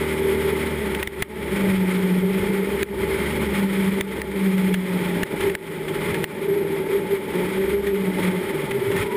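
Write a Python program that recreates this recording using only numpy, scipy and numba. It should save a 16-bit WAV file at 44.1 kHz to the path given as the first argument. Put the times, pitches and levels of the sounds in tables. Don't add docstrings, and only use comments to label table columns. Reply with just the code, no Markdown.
import sys
import numpy as np
from scipy import signal
from scipy.fft import rfft, irfft, next_fast_len
from scipy.io import wavfile
from scipy.ndimage import uniform_filter1d, minimum_filter1d, map_coordinates
from numba import njit

SR = 44100
rng = np.random.default_rng(int(sys.argv[2]) if len(sys.argv) > 2 else 0)


def file_out(sig):
    cols = np.atleast_2d(sig).T
    lim = np.clip(cols, -1, 1)
    pcm = np.round(lim * 32767).astype(np.int16)
    wavfile.write(sys.argv[1], SR, pcm)


N = 403956
TIME = np.arange(N) / SR
CYLINDERS = 6

# time_s, turns_per_s
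CRANK_SPEED = [(0, 77.2), (.7, 77.8), (.88, 68.5), (1.15, 70), (1.38, 72.5), (1.55, 65.5), (1.9, 61),
               (2.25, 61.3), (2.45, 66.2), (2.6, 62.8), (2.75, 66.8), (2.95, 67), (3.4, 75), (3.55, 65.5),
               (3.8, 64), (4.1, 65), (4.22, 68), (4.45, 63.8), (5, 60), (5.25, 59), (6, 50.5), (6.3, 53),
               (7, 54.2), (7.82, 68), (8.1, 61.5), (8.38, 61), (8.7, 44), (8.85, 41.5), (8.97, 34),
               (9.16, 36)]
# time_s, scatter (0-1), extra_strength of the loudest cylinder
COMBUSTION = [(0, .19, 1.1), (.65, .24, 1.1), (.9, .5, .3), (1.6, .4, .1), (3.2, .5, .2), (5.4, .45, .2),
              (6.4, .27, .1), (7.8, .2, .1), (9.16, .35, .2)]
# frequency_hz, level_db
HOUSING_HIT = [(60, -40), (300, 0), (800, -2.5), (1300, 0), (1900, 8.5), (2700, 0.5), (3400, 0),
               (5000, -18.5), (7500, -14), (10200, -3), (12000, -32), (14000, -20), (16000, 9.5)]


def from_db(db):
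    return 10 ** (np.asarray(db) / 20)


def rms_one(x):
    return x / np.sqrt(np.mean(x ** 2) + 1e-20)


def in_time(rows):
    time_s, *columns = np.transpose(rows)
    return [np.interp(TIME, time_s, column) for column in columns]


def drift(rate_hz):
    knots = rng.standard_normal(4000)
    coarse = map_coordinates(knots, [TIME[::20] * rate_hz * 2], order=3, mode="wrap")
    return rms_one(coarse).repeat(20)[:N]


def colour(x, spectrum):
    size = 2 * next_fast_len(len(x) // 2 + 4096)
    hz, db = np.transpose(spectrum)
    octave = np.log2(np.maximum(np.fft.rfftfreq(size, 1 / SR), 1))
    outside = abs(octave - np.clip(octave, np.log2(hz[0]), np.log2(hz[-1])))
    shape_db = np.interp(octave, np.log2(hz), db) - 20 * np.minimum(outside, 2)
    cepstrum = irfft(np.log(from_db(shape_db)))
    cepstrum[1:size // 2] *= 2
    cepstrum[size // 2 + 1:] = 0
    return irfft(rfft(x, size) * np.exp(rfft(cepstrum)))[:len(x)]


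def resonate(x, modes):
    for hz, width_hz, db in modes:
        x = x + (from_db(db) - 1) * signal.lfilter(*signal.iirpeak(hz, hz / width_hz, SR), x)
    return x


def steady(x, low_hz, high_hz, span_s):
    band = signal.sosfilt(signal.butter(2, [low_hz, high_hz], "band", fs=SR, output="sos"), x)
    size = int(span_s * SR)
    power = uniform_filter1d(uniform_filter1d(band ** 2, size), size)
    power[:size] = power[size]
    return x / np.sqrt(power + 1e-20)


def diffuse_noise():
    # frequency_hz, level_db
    spectrum = [(25, 16), (190, 12), (400, 15.5), (670, -3), (850, -6), (1200, -8), (2150, 1.5),
                (2700, -15), (3350, -16.5), (6000, -28), (10000, -16), (15000, -19)]
    return rms_one(colour(rng.standard_normal(N), spectrum))


def rival_car(wobble, whine_ratio, whine_db, swell_s):
    # time_s, pitch_hz, level_db
    approach = [(0, 395, -90), (8.3, 434, -58), (8.8, 426.3, -41), (9.16, 438, -28)]
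    hz, db = in_time(approach)
    phase = 2 * np.pi * np.cumsum(hz * (1 + wobble * drift(40))) / SR
    closeness = np.exp((TIME - TIME[-1]) / swell_s)
    whine = from_db(whine_db) * closeness * np.sin(whine_ratio * phase)
    return (from_db(db) * np.sin(phase) + whine) * from_db(2.5 * drift(30))


def rut_jolts():
    # centre_s, half_length_s, rumble_db, drone_db, spray_db
    ruts = [(1.727, 0.15, -28, -45, -37), (2.214, .04, -33, -25, -58), (2.42, 0.071, -25, -23, -44),
            (3.014, 0.09, -33, -46, -50), (3.833, 0.19, -39, -35, -40), (4.7, 0.052, -31, -24, -48),
            (5.473, 0.043, -26, -12, -36), (6.067, 0.081, -33, -57, -40), (6.955, 0.027, -40, -17, -53),
            (7.144, 0.024, -38, -13, -57), (8.91, 0.016, -36, -14.5, -43),
            (8.997, 0.055, -23.5, -44, -29.5)]
    return sum(from_db(levels_db)[:, None] * np.exp(-((TIME - centre_s) / half_s) ** 2)
               for centre_s, half_s, *levels_db in ruts)


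def body_rumble():
    # frequency_hz, level_db
    spectrum = [(20, -47), (35, -7.5), (50, -2), (70, -6.5), (100, 3.5), (140, -10.5), (180, 3.5),
                (260, -39.5)]
    return steady(colour(rng.standard_normal(N), spectrum), 64, 103, span_s=0.36)


def grit(per_s, spread_db):
    sizes = from_db(spread_db * np.minimum(rng.exponential(1, N), 3)) * rng.choice([-1, 1], N)
    hits = rng.random(N) < per_s * from_db(4 * drift(5)) / SR
    return rms_one(colour(sizes * hits, HOUSING_HIT))


def clatter(turns):
    # frequency_hz, level_db
    rasp_tone = [(700, -23), (900, -3), (1150, -3), (1400, -1.5), (1650, -4.5), (2080, 4.5), (2400, 0),
                 (2680, -10), (3250, -5), (3800, -13), (4500, -19), (5400, -21), (6000, -37), (7000, -43)]
    # frequency_hz, level_db
    hiss_tone = [(5800, -29), (6600, -8.5), (7600, -9), (8750, 0), (9300, -4.5), (9900, 6), (10500, -7),
                 (11000, -6), (13200, -14), (14100, 4), (14800, -17), (15400, -3.5)]
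    flicker = from_db(1.46 * drift(30) + 1.2 * drift(7))
    throb = np.cos(2 * np.pi * turns) + np.cos(np.pi * CYLINDERS * turns)
    rasp = colour(rng.standard_normal(N) * (1 + 0.046 * throb) * flicker, rasp_tone)
    hiss = colour(rng.standard_normal(N) * (1 + 0.028 * throb) * flicker, hiss_tone)
    return rms_one(rasp) + from_db(-9.5) * rms_one(hiss)


def panel_drone(gas, jolt, pitch_hz, width_hz, waver_db):
    # time_s, relative_db
    strength = [(0, -25.5), (.45, -19.5), (.6, -29), (1, -26.5), (1.9, -26.5), (2.4, -25), (2.8, -18.5),
                (3.1, -23), (3.7, -32.5), (4.3, -25.5), (4.9, -32.5), (5.8, -26.5), (6.35, -25.5),
                (6.48, -20), (7.3, -26), (7.8, -16.5), (8.15, -28.5), (9.16, -23)]
    drone_db, = in_time(strength)
    b, a = signal.iirpeak(pitch_hz, pitch_hz / width_hz, SR)
    howl = signal.lfilter(b, a, signal.lfilter(b, a, gas))
    level = from_db(drone_db + waver_db * drift(6)) + jolt
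    return level * steady(howl, 300, 520, span_s=.035)


def stones(tail_db, tail_t60_s, thud_hz, thud_t60_s, hardness, ping_width_hz, ping_db):
    # start_s, relative_db, rise_s, thud_db (against the crack), ping_hz
    hits = [(0.947, -12.5, 0.0022, -26, 2390), (1.028, -3.5, 0.0016, -25, 1860),
            (1.073, -0.5, 0.0014, -12, 1840), (1.2222, 5.5, 0.0024, -10, 1930), (2.83, 2, 0.001, -13, 1560),
            (4.0089, -3.5, 0.0012, -12, 2100), (4.2173, -8, 0.00063, -28, 1920),
            (4.58, -13.5, 0.0011, -20, 1990), (4.7399, -4, 0.0033, -24, 2260),
            (5.232, -2, 0.0017, -8, 1650), (5.404, -13.5, 0.0045, -18, 2910),
            (5.497, -11, 0.0023, -22, 2160), (5.5508, 0.5, 0.0013, -17, 1600),
            (5.879, -19.5, 0.006, -26, 3210), (6.143, -15, 0.0021, -24, 2250),
            (6.2412, -1, 0.0012, -18, 2080), (7.866, -17.5, 0.0049, -22, 2210),
            (8.708, -17, 0.0045, -22, 2150), (8.914, -19, 0.004, -22, 3260),
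            (8.963, -13, 0.0031, -24, 1840)]
    out, t = np.zeros(N + SR), np.arange(SR // 10) / SR
    thud = np.sin(2 * np.pi * thud_hz * t) * from_db(-60 * t / thud_t60_s)
    tail = from_db(tail_db - 60 * t / tail_t60_s)
    for start_s, db, rise_s, thud_db, ping_hz in hits:
        contact = t / rise_s * np.exp(1 - t / rise_s)
        crack = colour(rng.standard_normal(len(t)) * (contact + tail), HOUSING_HIT)
        crack = resonate(crack, [(ping_hz, ping_width_hz, ping_db)])
        cutoff_hz = np.clip(hardness / rise_s, 500, .4 * SR)
        crack = signal.lfilter(*signal.butter(1, cutoff_hz, fs=SR), crack)
        start = int(start_s * SR)
        out[start:start + len(t)] += from_db(db) * (crack / abs(crack).max() - from_db(thud_db) * thud)
    return out[:N]


def crank_turns(wobble):
    speed, = in_time(CRANK_SPEED)
    return np.cumsum(speed * (1 + wobble * drift(12))) / SR


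def engine_order(turns, order, flutter_db):
    return np.sqrt(2) * np.sin(2 * np.pi * order * turns) * from_db(flutter_db * drift(22))


def crank_shake(turns, flutter_db, onset_width_turns_per_s):
    # crank_multiple, relative_db, onset_turns_per_s
    orders = [(1, -4.5, 65.4), (2, -4, 71.6), (3, -10.5, 73.4), (3.5, -10, 78.4), (5, -8, 77.6)]
    speed, = in_time(CRANK_SPEED)
    out = 0
    for order, db, onset in orders:
        share = .5 + .5 * np.tanh(.5 * (speed - onset) / onset_width_turns_per_s)
        out = out + from_db(db) * share * engine_order(turns, order, flutter_db)
    return out


def exhaust_gas(turns, base_strength, turn_accent, turbulence):
    scatter, lead = in_time(COMBUSTION)
    fired = np.flatnonzero(np.diff(np.floor(turns * CYLINDERS / 2)))
    cylinder = np.arange(len(fired)) % CYLINDERS
    strength_error, timing_error = scatter[fired] * rng.standard_normal((len(fired), 2)).T
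    accent = turn_accent * (cylinder % (CYLINDERS // 2) == 0) + lead[fired] * (cylinder == 0)
    late = (0.00027 * timing_error * SR).astype(int)
    pulses = np.zeros(N)
    pulses[np.clip(fired + late, 0, N - 1)] = base_strength + accent + strength_error
    return pulses + turbulence * scatter * rng.standard_normal(N)


def exhaust_roar(gas, echo):
    echo_delays = [.0023, .0037, .0059]
    # frequency_hz, level_db
    through_body = [(90, -33), (150, -1), (200, 2.5), (250, -4.5), (320, 0), (385, 4), (440, -3.5),
                    (490, -6.5), (570, -6.5), (640, -11.5), (730, -24), (850, -14), (1100, -28),
                    (1800, -20)]
    # pitch_hz, width_hz, lift_db
    cab_modes = [(878.5, 59, 11)]
    for delay_s in echo_delays:
        allpass = np.r_[1, np.zeros(int(delay_s * SR)), -echo]
        gas = signal.lfilter(allpass[::-1], allpass, gas)
    in_cab = resonate(colour(gas, through_body), cab_modes)
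    return steady(in_cab, 200, 516, span_s=0.25)


def cab_boom(turns, resonance_hz, width_hz, flutter_db):
    # time_s, in_tune_db, off_tune_db
    strength = [(0, -15, -44.5), (1.6, -15, -36), (2.3, -13.5, -34), (2.7, -23, -36.5), (3.7, -16, -30),
                (4.1, -20.5, -40), (4.6, -13, -57), (4.9, -13.5, -47), (5.2, -15, -44.5), (6.1, -14, -35),
                (7.55, -32, -58), (8.05, -21.5, -52), (8.4, -20, -38), (8.95, -18, -30.5), (9.16, -18, -45)]
    in_tune_db, off_tune_db = in_time(strength)
    speed, = in_time(CRANK_SPEED)
    order = CYLINDERS / 2
    in_tune = np.exp(-((order * speed - resonance_hz) / width_hz) ** 2)
    return (from_db(in_tune_db) * in_tune + from_db(off_tune_db)) * engine_order(turns, order, flutter_db)


def scene():
    # time_s, roar_db, rasp_db
    drive = [(0, -30.5, -32.5), (.6, -30.5, -31.5), (.95, -31.5, -34.5), (1.4, -32.5, -34),
             (1.65, -29, -34), (2.3, -28.5, -29), (2.6, -32, -34.5), (3.25, -29, -30.5), (4.35, -33, -36.5),
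             (4.6, -29.5, -29), (5, -30.5, -32), (5.45, -26, -32), (5.65, -35, -37), (6.1, -30.5, -35.5),
             (6.3, -30.5, -35.5), (7.2, -33.5, -38.5), (7.4, -28, -34), (7.97, -35, -37), (8.2, -26.5, -31),
             (8.6, -32, -34.5), (9.16, -32.5, -36.5)]
    roar_db, rasp_db = in_time(drive)
    body_jolt, panel_jolt, spray = rut_jolts()
    turns = crank_turns(wobble=0.00409)
    gas = exhaust_gas(turns, base_strength=0.059, turn_accent=0.2, turbulence=0.071)
    shake = from_db(roar_db) * crank_shake(turns, flutter_db=1.1, onset_width_turns_per_s=0.7)
    boom = from_db(-3) * cab_boom(turns, resonance_hz=188, width_hz=8.75, flutter_db=2.5)
    rumble = from_db(-10) * (from_db(roar_db - 6.5) + body_jolt) * body_rumble()
    roar = (from_db(roar_db + 1.5) + 0.22 * body_jolt) * exhaust_roar(gas, echo=0.58)
    drone = from_db(-5) * panel_drone(gas, panel_jolt, pitch_hz=399, width_hz=32, waver_db=2.83)
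    rasp = (from_db(rasp_db) + spray) * (clatter(turns) + from_db(-14.5) * grit(per_s=65, spread_db=4.5))
    rival = rival_car(wobble=0.026, whine_ratio=2.21, whine_db=-30, swell_s=0.092)
    cracks = from_db(0.5) * stones(tail_db=-23, tail_t60_s=0.052, thud_hz=112, thud_t60_s=0.024,
                                   hardness=56, ping_width_hz=480, ping_db=5.5)
    mid = shake + boom + rumble + roar + drone + rasp + rival + cracks
    side = from_db(roar_db - 24.5) * diffuse_noise()
    return np.array([mid + side, mid - side])


@njit
def gain_cut(excess_db, attack, release):
    cut, now = np.zeros(len(excess_db)), 0.
    for i in range(len(excess_db)):
        now += (excess_db[i] - now) * (attack if excess_db[i] > now else release)
        cut[i] = now
    return cut


def limiter(x, threshold_db, hold_s, attack_s, release_s, ahead_s):
    size = int(hold_s * SR) // 2 * 2 + 1
    peak = -minimum_filter1d(-abs(x).max(axis=0), size, origin=size // 2)
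    excess_db = np.maximum(20 * np.log10(peak + 1e-9) - threshold_db, 0)
    cut_db = gain_cut(excess_db, 1 / (attack_s * SR), 1 / (release_s * SR))
    return x * from_db(-np.interp(TIME + ahead_s, TIME, cut_db))


def overload(x, ceiling):
    return x / (1 + (x / ceiling) ** 6) ** (1 / 6)


def thin_whine(x, centre_hz, gain_db):
    low_notes = signal.sosfilt(signal.butter(2, [180, 900], "band", fs=SR, output="sos"), x)
    return from_db(gain_db) * low_notes * np.cos(2 * np.pi * centre_hz * TIME)


def record(dry):
    x = limiter(dry, threshold_db=-11, hold_s=0.028, attack_s=0.0023, release_s=0.091, ahead_s=0.00034)
    x = overload(x, ceiling=.29)
    x = x + thin_whine(x, centre_hz=12000, gain_db=-24)
    return signal.sosfilt(signal.ellip(12, .2, 90, 15450, fs=SR, output="sos"), x)


dry = scene()
out = record(dry)
file_out(out)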